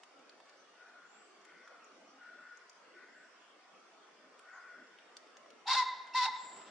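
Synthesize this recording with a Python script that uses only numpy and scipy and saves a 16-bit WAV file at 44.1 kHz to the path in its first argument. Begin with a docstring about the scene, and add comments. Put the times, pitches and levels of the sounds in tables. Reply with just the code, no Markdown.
"""Dry grass by the edge of a wood, a cock pheasant close to the microphone and nearly straight ahead.
Late on he gives his harsh two-note crow, the syrinx flipping between tone and flutter under a rasp
from the open beak, and starts to whirr his wings. The wood throws the crow back and lets it ring.
Stalks tick nearby. Far off to the left, crows caw, a small bird sings thin buzzy notes and others
chirp, all over a quiet hush of open air."""
import sys
import numpy as np
from scipy import signal
from scipy.fft import rfft, irfft, next_fast_len
from scipy.io import wavfile
from scipy.ndimage import uniform_filter1d, map_coordinates

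SR = 44100
rng = np.random.default_rng(int(sys.argv[2]) if len(sys.argv) > 2 else 0)


def int16_out(signal):
    """Quantize to a 16-bit WAV file."""
    q = np.round(np.clip(np.atleast_2d(signal).T, -1, 1) * 32767)
    wavfile.write(sys.argv[1], SR, q.astype(np.int16))


N = 295470
T = np.arange(N) / SR

# Pushes of the pheasant's voice, several to a note. Each row: start and length in seconds, top pitch,
# opening scoop and final sag in Hz, level in dB, roughness from 0 to 1.
VOICE_PUSHES = [(5.657, 0.023, 814, 12, 9.3, -47, 0.21), (5.671, 0.013, 893.4, 5.2, 6.13, -41.5, 0.83),
                (5.684, 0.022, 1029, 55.5, 6.4, -33.5, 0.54), (5.709, 0.019, 1052, 9.2, 4.5, -28.5, 0.27),
                (5.730, .031, 997.4, 6.1, 16.2, -33, 0.89), (5.763, .071, 1041, 2.2, 72, -29.5, 0.07),
                (6.147, .084, 1053, 115, 85, -29.5, 0.05), (6.231, .024, 1010, 5, 13, -30, 0.19),
                (6.255, 0.012, 964.6, 2.8, 11.6, -34.5, 0.82), (6.267, 0.022, 927.5, 2.8, 57, -33.5, 0.14)]
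# Throat resonances that the flutter excites. Each row: centre and width in Hz, gain in dB.
THROAT_MODES = [(794, 24, -0.5), (938, 90, 0), (1346, 53, -15.5), (1507, 230, -14), (2144, 340, -14.5),
                (2610, 350, -18.5)]
# The throat's effect on the clear tone's harmonics. Each row: frequency in Hz, gain in dB.
THROAT_GAIN = [(800, -5.5), (1030, -0.5), (1700, -33), (1960, -13.5), (2050, -7.5), (2200, -14),
               (2800, -42)]
# The beak opening and closing, one list a note.
# Each row: time in seconds, rasp level in dB, mouth resonance in Hz.
BEAK_GAPES = [
    [(5.663, -59, 4405), (5.674, -37, 4354), (5.704, -31, 4550), (5.740, -28.5, 4492), (5.778, -32, 4247),
     (5.800, -34, 4058), (5.828, -42, 3454), (5.845, -54, 3397)],
    [(6.136, -59, 4914), (6.147, -41.5, 4882), (6.165, -32, 4710), (6.191, -33, 4047), (6.202, -35.5, 3908),
     (6.220, -35, 4840), (6.238, -33, 4384), (6.263, -35, 3906), (6.277, -45.5, 3575), (6.3, -68, 3500)],
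]
# Colour of the rasp. Each row: frequency in Hz, gain in dB.
RASP_COLOUR = [(450, -64), (800, -5), (1500, -1), (2100, -3.5), (2700, -10.5), (3200, -6), (3700, 4),
               (4700, 2.5), (5600, -4.5), (6200, -11.5), (7300, -11), (9000, -25.5), (11500, -25.5),
               (13500, -49)]
# Narrow peaks and dips on that colour. Each row: centre and width in Hz, gain in dB.
BEAK_PEAKS = [(2684, 190, 10), (3763, 112, 12.5), (4116, 220, 7.5), (4900, 130, 1), (5570, 170, 9),
              (6730, 220, 6), (7300, 310, -9), (7700, 660, 2.5), (9100, 750, -6.5), (10100, 600, 6.5),
              (11150, 500, -7)]
# Wing strokes. Each row: centre in seconds, air puff level in dB, feather swish level in dB.
WING_STROKES = [(6.079, -83, -62.5), (6.454, -66.5, -62.5), (6.534, -67, -61), (6.58, -65, -58.5),
                (6.618, -92, -60), (6.676, -65, -56.5)]
# Colours of the puff and of the swish. 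Each row: frequency in Hz, gain in dB.
PUFF_COLOUR = [(40, -42), (90, -19), (170, -0.5), (280, 0), (500, 0), (1000, -66)]
FEATHER_COLOUR = [(90, -53), (220, 0), (450, -2), (1500, 0), (4500, -6.5), (8000, -21), (12000, -47)]
# Stalks snapping nearby. Each row: time in seconds, relative level in dB, ring centre and width in Hz,
# level of the broad crack over the ring in dB.
STALK_SNAPS = [(0.034, -50.5, 1370, 1000, 3.5), (0.295, -45.5, 4250, 900, -6),
               (0.402, -48.5, 1100, 1000, -10.5), (0.495, -54, 5540, 1400, 1),
               (1.451, -60.5, 7540, 1500, 11), (1.676, -45, 1400, 550, -9), (1.844, -53, 6800, 1300, -15),
               (2.572, -51.5, 6530, 1400, -14), (2.696, -46, 5630, 2200, -18), (3.853, -53, 1100, 600, -21),
               (4.393, -54.5, 8160, 3000, 2.5), (4.987, -49, 2480, 1000, -14),
               (5.168, -38, 4600, 2400, -10), (5.369, -52, 5960, 1400, 5.5), (5.46, -49.5, 855, 1000, -20),
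               (5.504, -52.5, 4000, 3000, -3)]
# Colour of that crack. Each row: frequency in Hz, gain in dB.
CRACK_COLOUR = [(200, -31), (1200, 0), (3000, 2), (5000, -1), (7000, -5.5), (8600, -11.5), (10500, -18),
                (14000, -31)]
# Far crows. Each row: start and length in seconds, main resonance's level in dB and centre in Hz,
# harsh band's level in dB and centre in Hz.
CROW_CAWS = [(0.736, 0.36, -61.5, 1450, -74, 1910), (1.426, 0.23, -67, 1466, -65.5, 2026),
             (1.632, 0.13, -62.5, 1430, -67, 1160), (2.171, 0.39, -57.5, 1451, -68, 1830),
             (2.918, 0.16, -60, 1492, -63.5, 1900), (3.087, 0.19, -66.5, 1500, -67, 1700),
             (4.428, 0.4, -57.5, 1460, -65, 1856)]
# The small bird's song. Each row: start and length in seconds, first and last pitch in Hz, level in dB.
BUZZY_NOTES = [(1.033, 0.3, 6860, 8160, -70.5), (3.062, 0.26, 7000, 8100, -80),
               (6.327, 0.38, 7420, 7584, -59)]
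# The nearest of the far chirps. Each row: start in seconds, first and last pitch in Hz, level in dB.
FAR_CHIRPS = [(.57, 6120, 6000, -70.5), (1.269, 2720, 2650, -76), (1.615, 5670, 5830, -71),
              (1.8, 2620, 2580, -68), (1.825, 5520, 5830, -70.5), (2.06, 5660, 5920, -72.5),
              (3.29, 5400, 5430, -74), (3.47, 3350, 3280, -71), (3.72, 2630, 2590, -70),
              (4.3, 1110, 1100, -65.5), (4.521, 7030, 6200, -69.5), (4.53, 1140, 1086, -57)]
TWITTER_REGISTERS_HZ = [5530, 2680, 5370, 3270]
# Colours of the wood's echoes and of its ringing tail. Each row: frequency in Hz, gain in dB.
ECHO_COLOUR = [(600, -28), (880, -18), (1030, -11.5), (1850, -22.5), (2060, -5), (3000, -41), (3800, -14.5),
               (4500, -22.5), (8000, -19)]
TAIL_COLOUR = [(650, -2), (880, 0), (1020, -0.5), (1200, -1.5), (1450, -2.5), (1750, 5), (2020, 0),
               (2400, -3.5), (4000, 1), (7000, 0.5), (13000, -9)]
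# How long the wood rings. Each row: frequency in Hz, seconds to fall by 60 dB.
WOOD_DECAY = [(300, 3.2), (1000, 1.17), (2000, 1.23), (4000, 0.82), (6000, 0.76), (10000, 0.59)]
# Soft low swells in the air. Each row: centre and half-width in seconds, level in dB.
AIR_SWELLS = [(0.2, 0.039, -69), (2.063, 0.17, -69), (2.372, 0.071, -69), (4.247, 0.083, -69.5),
              (4.811, 0.044, -65.5)]
# Colours of the hush and of the swells. Each row: frequency in Hz, gain in dB.
HUSH_COLOUR = [(59, -74), (100, -66), (160, -16.5), (260, -7), (425, -2.5), (500, -3.5), (553, -8),
               (707, -7.5), (1250, -3.5), (1840, -7.5), (3390, -15), (3910, -13.5), (5310, -14),
               (9200, -26.5), (13000, -68)]
SWELL_COLOUR = [(80, -53), (170, -11.5), (260, 4.0), (400, -4.0), (900, -16), (2000, -69)]
# How alike the hush is left and right. Each row: frequency in Hz, correlation from -1 to 1.
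HUSH_LIKENESS = [(60, 0.53), (170, 0.56), (510, 0.7), (1490, 0.62), (4330, -0.11), (12600, -0.3)]
# Lean of the near sounds. Each row: frequency in Hz, dB added on the left and taken off the right.
LEFT_LEAN = [(1000, 0.2), (2100, 0.23), (3800, 0.74), (7000, 0.96)]
# The microphone's response. Each row: frequency in Hz, gain in dB.
MIC_COLOUR = [(480, 0.5), (660, 7.0), (900, -1), (1300, 2.0), (1700, -1.0), (3500, 1.5), (4000, -5.0),
              (4500, -1.5)]


def pheasant(jitter=0.0363):
    """Close by, the syrinx flips between a clear tone and rough flutter, under the beak's harsh rasp."""
    flutter = resonate(rng.standard_normal(N), THROAT_MODES)
    pitch, tone_gain, flutter_gain = syrinx()
    rough = flutter_gain / (np.hypot(tone_gain, flutter_gain) + 1e-12)
    shaky_pitch = pitch * (1 + jitter * (rough + 0.04) * wobble(600))
    phase = phase_of(shaky_pitch)
    tone = -np.sqrt(2) * sum(gain_at(THROAT_GAIN, k * pitch) * np.cos(k * phase) for k in (1, 2, 3))
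    return tone_gain * tone + flutter_gain * flutter + rasp(shaky_pitch, rough)


def syrinx(scoop_s=0.00891, attack_s=0.00607, release_s=0.0065):
    """Pitch, tone gain and flutter gain: a push slides up, then sags ever faster as the air runs out."""
    pitch = np.full(N, float(VOICE_PUSHES[0][2]))
    tone_gain, flutter_gain = np.zeros((2, N))
    for start, length, top_hz, scoop_hz, sag_hz, db, rough in VOICE_PUSHES:
        age = np.clip(T - start, 0, length)
        slack_hz = scoop_hz * np.exp(-age / scoop_s) + sag_hz * (age / length) ** 1.5
        pitch = np.where(T > start - attack_s / 2, top_hz - slack_hz, pitch)
        voiced = amp(db) * ramp((T - start) / attack_s + .5) * ramp((start + length - T) / release_s + .5)
        tone_gain += np.sqrt(1 - rough ** 2) * voiced
        flutter_gain += rough * voiced
    return uniform_filter1d(pitch, size=150), tone_gain, flutter_gain


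def rasp(pitch, rough, weak_rate=.87, weak_db=-7, puff_db=4, mouth_width_hz=430, mouth_db=2.5):
    """The syrinx's two sides buzz and clash; buzz and mouth resonance fall as the beak closes."""
    times, _, mouth_hz = np.transpose(BEAK_GAPES[0] + BEAK_GAPES[1])
    envelope = sum(amp(np.interp(T, *np.transpose(note)[:2], left=-np.inf, right=-np.inf))
                   for note in BEAK_GAPES)
    slackening = (np.interp(T, times, mouth_hz) / np.median(mouth_hz)) ** .3
    phase = phase_of(pitch / 2 * slackening)
    buzz = np.zeros(N)
    for rate, db in [(weak_rate, weak_db), (1, 0)]:
        slip = rate * phase + .085 * wobble(330)  # uneven closures blur the high overtones most
        buzz += amp(db) * sum(np.cos(k * slip + rng.uniform(0, 2 * np.pi)) for k in range(3, 25))
    turbulence = .16 + .25 * rough
    # the air escapes in uneven puffs, one to a cycle of the buzz
    hiss = rng.standard_normal(N) * unit(amp(puff_db * np.cos(slip + 2 * wobble(500))))
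    source = np.sqrt(1 - turbulence) * unit(buzz) + np.sqrt(2 * turbulence) * hiss
    hz, t, frames = signal.stft(amp(1.7 * wobble(600)) * source, SR, nperseg=256)
    mouth = amp(mouth_db * peak(hz[:, None], np.interp(t, times, mouth_hz), mouth_width_hz))
    swept = signal.istft(frames * mouth, SR, nperseg=256)[1][:N]
    beak = lambda f: amp(sum(db * peak(f, centre, width) for centre, width, db in BEAK_PEAKS))
    return envelope * unit(filtered(swept, lambda f: gain_at(RASP_COLOUR, f) * beak(f)))


def squeak(centre_s=6.141, half_width_s=0.0061, hz=2660, db=-47, octave_db=-3):
    """The tight syrinx squeaks for an instant before the second note catches."""
    phase = phase_of(hz * (1 + 0.0082 * wobble(300)))
    return amp(db) * bell(centre_s, half_width_s) * (np.sin(phase) + amp(octave_db) * np.sin(2 * phase))


def wings(puff_s=0.024, swish_s=0.021, ruffle_db=4):
    """Each stroke pushes a soft puff of air and swishes the stiff feathers."""
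    puff = sum(amp(db) * bell(when, puff_s) for when, db, _ in WING_STROKES) * noise(PUFF_COLOUR)
    swish = sum(amp(db) * bell(when, swish_s) for when, _, db in WING_STROKES) * noise(FEATHER_COLOUR)
    return puff + swish * amp(ruffle_db * np.tanh(wobble(200)))


def stalks(rise_s=0.0026, snap_s=0.0007, ring_cycles=2.5, crumble_s=0.025, crumble_db=-23, top_hz=11500):
    """Dry stalks nearby snap in their own resonance, thick low ones for longer, and crumble in grains."""
    crack_noise, grains = noise(CRACK_COLOUR), unit(amp(3 * wobble(700)))
    out, t = np.zeros(N), np.arange(SR // 10) / SR
    f, age = np.fft.rfftfreq(len(t), 1 / SR), np.maximum(t - rise_s, 0)
    faint_snaps = [(t[-1] + place * (T[-1] - 2 * t[-1]), -62, 2500 + 4500 * thin, 1500, -6)
                   for place, thin in rng.random((12, 2))]
    for when, db, hz, width_hz, crack_db in STALK_SNAPS + faint_snaps:
        span = round((when - rise_s / 2) * SR) + np.arange(len(t))
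        snap = np.exp(-age / (snap_s + ring_cycles / hz))
        crumble = amp(crumble_db) * grains[span] * np.exp(-age / crumble_s)
        shape = ramp(t / rise_s) * (snap + crumble)
        ring = unit(irfft(rfft(rng.standard_normal(len(t))) * resonance(f, hz, width_hz)))
        tick = unit(shape * ring) + amp(crack_db) * unit(shape * crack_noise[span])
        out[span] += amp(db - 6) * np.sqrt(np.mean(shape ** 2)) * tick
    return filtered(out, lambda hz: 1 / np.sqrt(1 + (hz / top_hz) ** 16))


def crows(rise_s=0.062, fall_s=0.076, waver_hz=29, drift_hz=14, clear_share=.68):
    """Hoarse caws blurred by distance: a wavering partial and noise in two throat resonances."""
    waver = waver_hz * wobble(250) + drift_hz * wobble(22)
    out = np.zeros(N)
    breathy, hoarse = rng.standard_normal((2, N))
    for start, length, db, hz, harsh_db, harsh_hz in CROW_CAWS:
        partial = np.sqrt(2 * clear_share) * np.sin(phase_of(hz + waver))
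        breath = np.sqrt(1 - clear_share) * resonate(breathy, [(hz, 200, 0)])
        harsh = resonate(hoarse, [(harsh_hz, 420, 0)])
        shape = ramp((T - start) / rise_s) * ramp((start + length + fall_s / 2 - T) / fall_s)
        out += shape * (amp(db) * (partial + breath) + amp(harsh_db) * harsh)
    return out


def small_birds(trill_hz=123, sweep_hz=320, rise_s=0.12, fall_s=0.14, chirp_s=0.076):
    """A thin gliding whistle flicks up and down, wider when sung harder; short chirps lie farther off."""
    out = np.zeros(N)
    trill = np.tanh(1.8 * np.sin(phase_of(trill_hz * (1 + 0.021 * wobble(25)))))
    waver = wobble(900)
    for start, length, first_hz, last_hz, db in BUZZY_NOTES:
        glide = np.interp(T, [start, start + length], [first_hz, last_hz])
        effort = np.interp(db, [-70, -60], [.6, 1])
        pitch = glide + effort * sweep_hz * trill + 70 * waver
        shape = ramp(np.minimum((T - start) / rise_s, (start + length - T) / fall_s))
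        out += shape * amp(db) * np.sqrt(2) * np.sin(phase_of(pitch))
    for start, first_hz, last_hz, db in FAR_CHIRPS:
        pitch = np.interp(T, [start, start + chirp_s], [first_hz, last_hz]) + 190 * waver
        out += amp(db) * bell(start + chirp_s / 2, chirp_s / 2) * np.sin(phase_of(pitch))
    return out * amp(1.6 * wobble(120))


def twitter(db=-78, spread_db=2.0, half_width_s=0.031, glide=0.017, count=80):
    """Birds deep in the wood: brief wavering glides in a few registers, overlapping at random."""
    out, t = np.zeros(N + SR), np.arange(SR // 5) / SR
    progress = np.clip((t - t.mean()) / half_width_s, -4, 4)
    waver = np.pad(wobble(540), (0, SR))
    for k, (late, height, slope, size) in enumerate(rng.standard_normal((count, 4))):
        span = int(ramp((k + late / 2) / count) * N) + np.arange(len(t))
        register = TWITTER_REGISTERS_HZ[k % len(TWITTER_REGISTERS_HZ)]
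        pitch = register * (1 + 0.043 * height + glide * slope * progress) + 130 * waver[span]
        out[span] += amp(db + spread_db * size) * np.exp(-progress ** 2) * np.sin(phase_of(pitch))
    return out[:N]


def grass(x, db=-2.0, scatter_s=0.005, above_hz=2500):
    """Stalks around the microphone scatter the treble, in opposite polarity left and right."""
    t = np.arange(SR // 25) / SR
    paths = unit(rng.standard_normal(len(t)) * t * np.exp(-2 * t / scatter_s)) / np.sqrt(len(t))
    side = filtered(signal.fftconvolve(x, paths)[:N], lambda f: f ** 4 / (f ** 4 + above_hz ** 4))
    return amp(db) * np.array([side, -side])


def woodland(x, edge_s=.104, deep_s=.275, deep_db=-15, tail_db=-12.5, build_s=0.019, width=0.51):
    """Echoes from the wood's edge and from deeper in, and a ringing tail scattered by the trunks."""
    hz, t, frames = signal.stft(rng.standard_normal((2, SR)), SR, nperseg=256)
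    decay = amp(-60 * t / along(WOOD_DECAY, hz)[:, None])
    tail = signal.istft(frames * decay * (1 - np.exp(-t / build_s)), SR, nperseg=256)[1]
    mid, side = signal.fftconvolve(x[None], tail / np.linalg.norm(tail[0]), axes=1)[:, :N]
    diffuse = filtered(stereo(mid, width * side), lambda f: gain_at(TAIL_COLOUR, f))
    delayed = lambda seconds: np.pad(x, (round(seconds * SR), 0))[:N]
    echoes = delayed(edge_s) + amp(deep_db) * dulled(delayed(deep_s), 1800)
    return amp(tail_db) * diffuse + filtered(echoes, lambda f: gain_at(ECHO_COLOUR, f))


def hush(db=-62.5, sway_db=2.0, patchy_db=3.0):
    """Open air all round the microphone, in faint shifting patches, with a few soft low swells."""
    frames = signal.stft(rng.standard_normal((2, N)), nperseg=1024)[2]
    patches = uniform_filter1d(rng.standard_normal(frames.shape[1:]), size=3, axis=0)
    patches = uniform_filter1d(patches, size=10, axis=1)
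    patchy = signal.istft(frames * amp(patchy_db * unit(patches)), nperseg=1024)[1][:, :N]
    spread = lambda hz: np.arccos(along(HUSH_LIKENESS, hz)) / 2
    mid_side = lambda hz: gain_at(HUSH_COLOUR, hz) * [np.cos(spread(hz)), np.sin(spread(hz))]
    air = amp(db) * unit(stereo(*filtered(patchy, mid_side)))
    air += dulled(air, 900) * (amp(sway_db * wobble(2.7)) - 1)  # only the low rush sways
    swells = sum(amp(level) * bell(when, half_width) for when, half_width, level in AIR_SWELLS)
    return air + swells * noise(SWELL_COLOUR)


def amp(db):
    return 10 ** (np.asarray(db) / 20)


def unit(x):
    return x / np.sqrt(np.mean(x ** 2) + 1e-20)


def ramp(x):
    return np.clip(x, 0, 1)


def bell(centre_s, half_width_s):
    return np.exp(-np.minimum(((T - centre_s) / half_width_s) ** 2, 50))


def phase_of(hz):
    return 2 * np.pi * np.cumsum(hz) / SR


def stereo(mid, side):
    return np.array([mid + side, mid - side])


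def wobble(rate):
    """A smooth random curve, rate knots a second."""
    return map_coordinates(rng.standard_normal(int(N * rate / SR) + 4), [T * rate])


def along(points, hz):
    """Interpolates (Hz, value) points on a log axis."""
    f, values = np.transpose(points)
    return np.interp(np.log(hz + 1), np.log(f + 1), values)


def gain_at(colour, hz):
    return amp(along(colour, hz))


def filtered(x, response):
    """x through a gain given as a function of frequency."""
    size = next_fast_len(N + 8192)
    return irfft(rfft(x, size) * response(np.fft.rfftfreq(size, 1 / SR)), size)[..., :N]


def dulled(x, corner_hz):
    return filtered(x, lambda f: 1 / (1 + (f / corner_hz) ** 2))


def noise(colour):
    """Coloured noise at rms 1."""
    return unit(filtered(rng.standard_normal(N), lambda hz: gain_at(colour, hz)))


def peak(f, centre, width):
    return 1 / (1 + (2 * (f - centre) / width) ** 2)


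def resonance(f, centre, width):
    return (1j * f * width / (centre ** 2 - f ** 2 + 1j * f * width)) ** 2


def resonate(x, modes):
    """x through steep-sided resonances (centre Hz, width Hz, dB), at rms 1."""
    return unit(filtered(x, lambda f: sum(amp(db) * resonance(f, hz, width) for hz, width, db in modes)))


def scene():
    """The pheasant is close and ahead, his treble a little left; the far birds are off to the left."""
    near = pheasant() + squeak() + wings() + stalks()
    far = crows() + small_birds() + twitter()
    near_direct = filtered(near, lambda hz: amp(np.outer([1, -1], along(LEFT_LEAN, hz))))
    far_direct = far * amp([[1.6], [-1.6]])
    return near_direct + far_direct + grass(near + far) + woodland(near + amp(4.5) * far) + hush()


def record(dry, top_hz=13200):
    """The microphone has a slightly uneven response and keeps nothing above its band limit."""
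    return filtered(dry, lambda hz: gain_at(MIC_COLOUR, hz) * (hz < top_hz))


dry = scene()
out = record(dry)
int16_out(out)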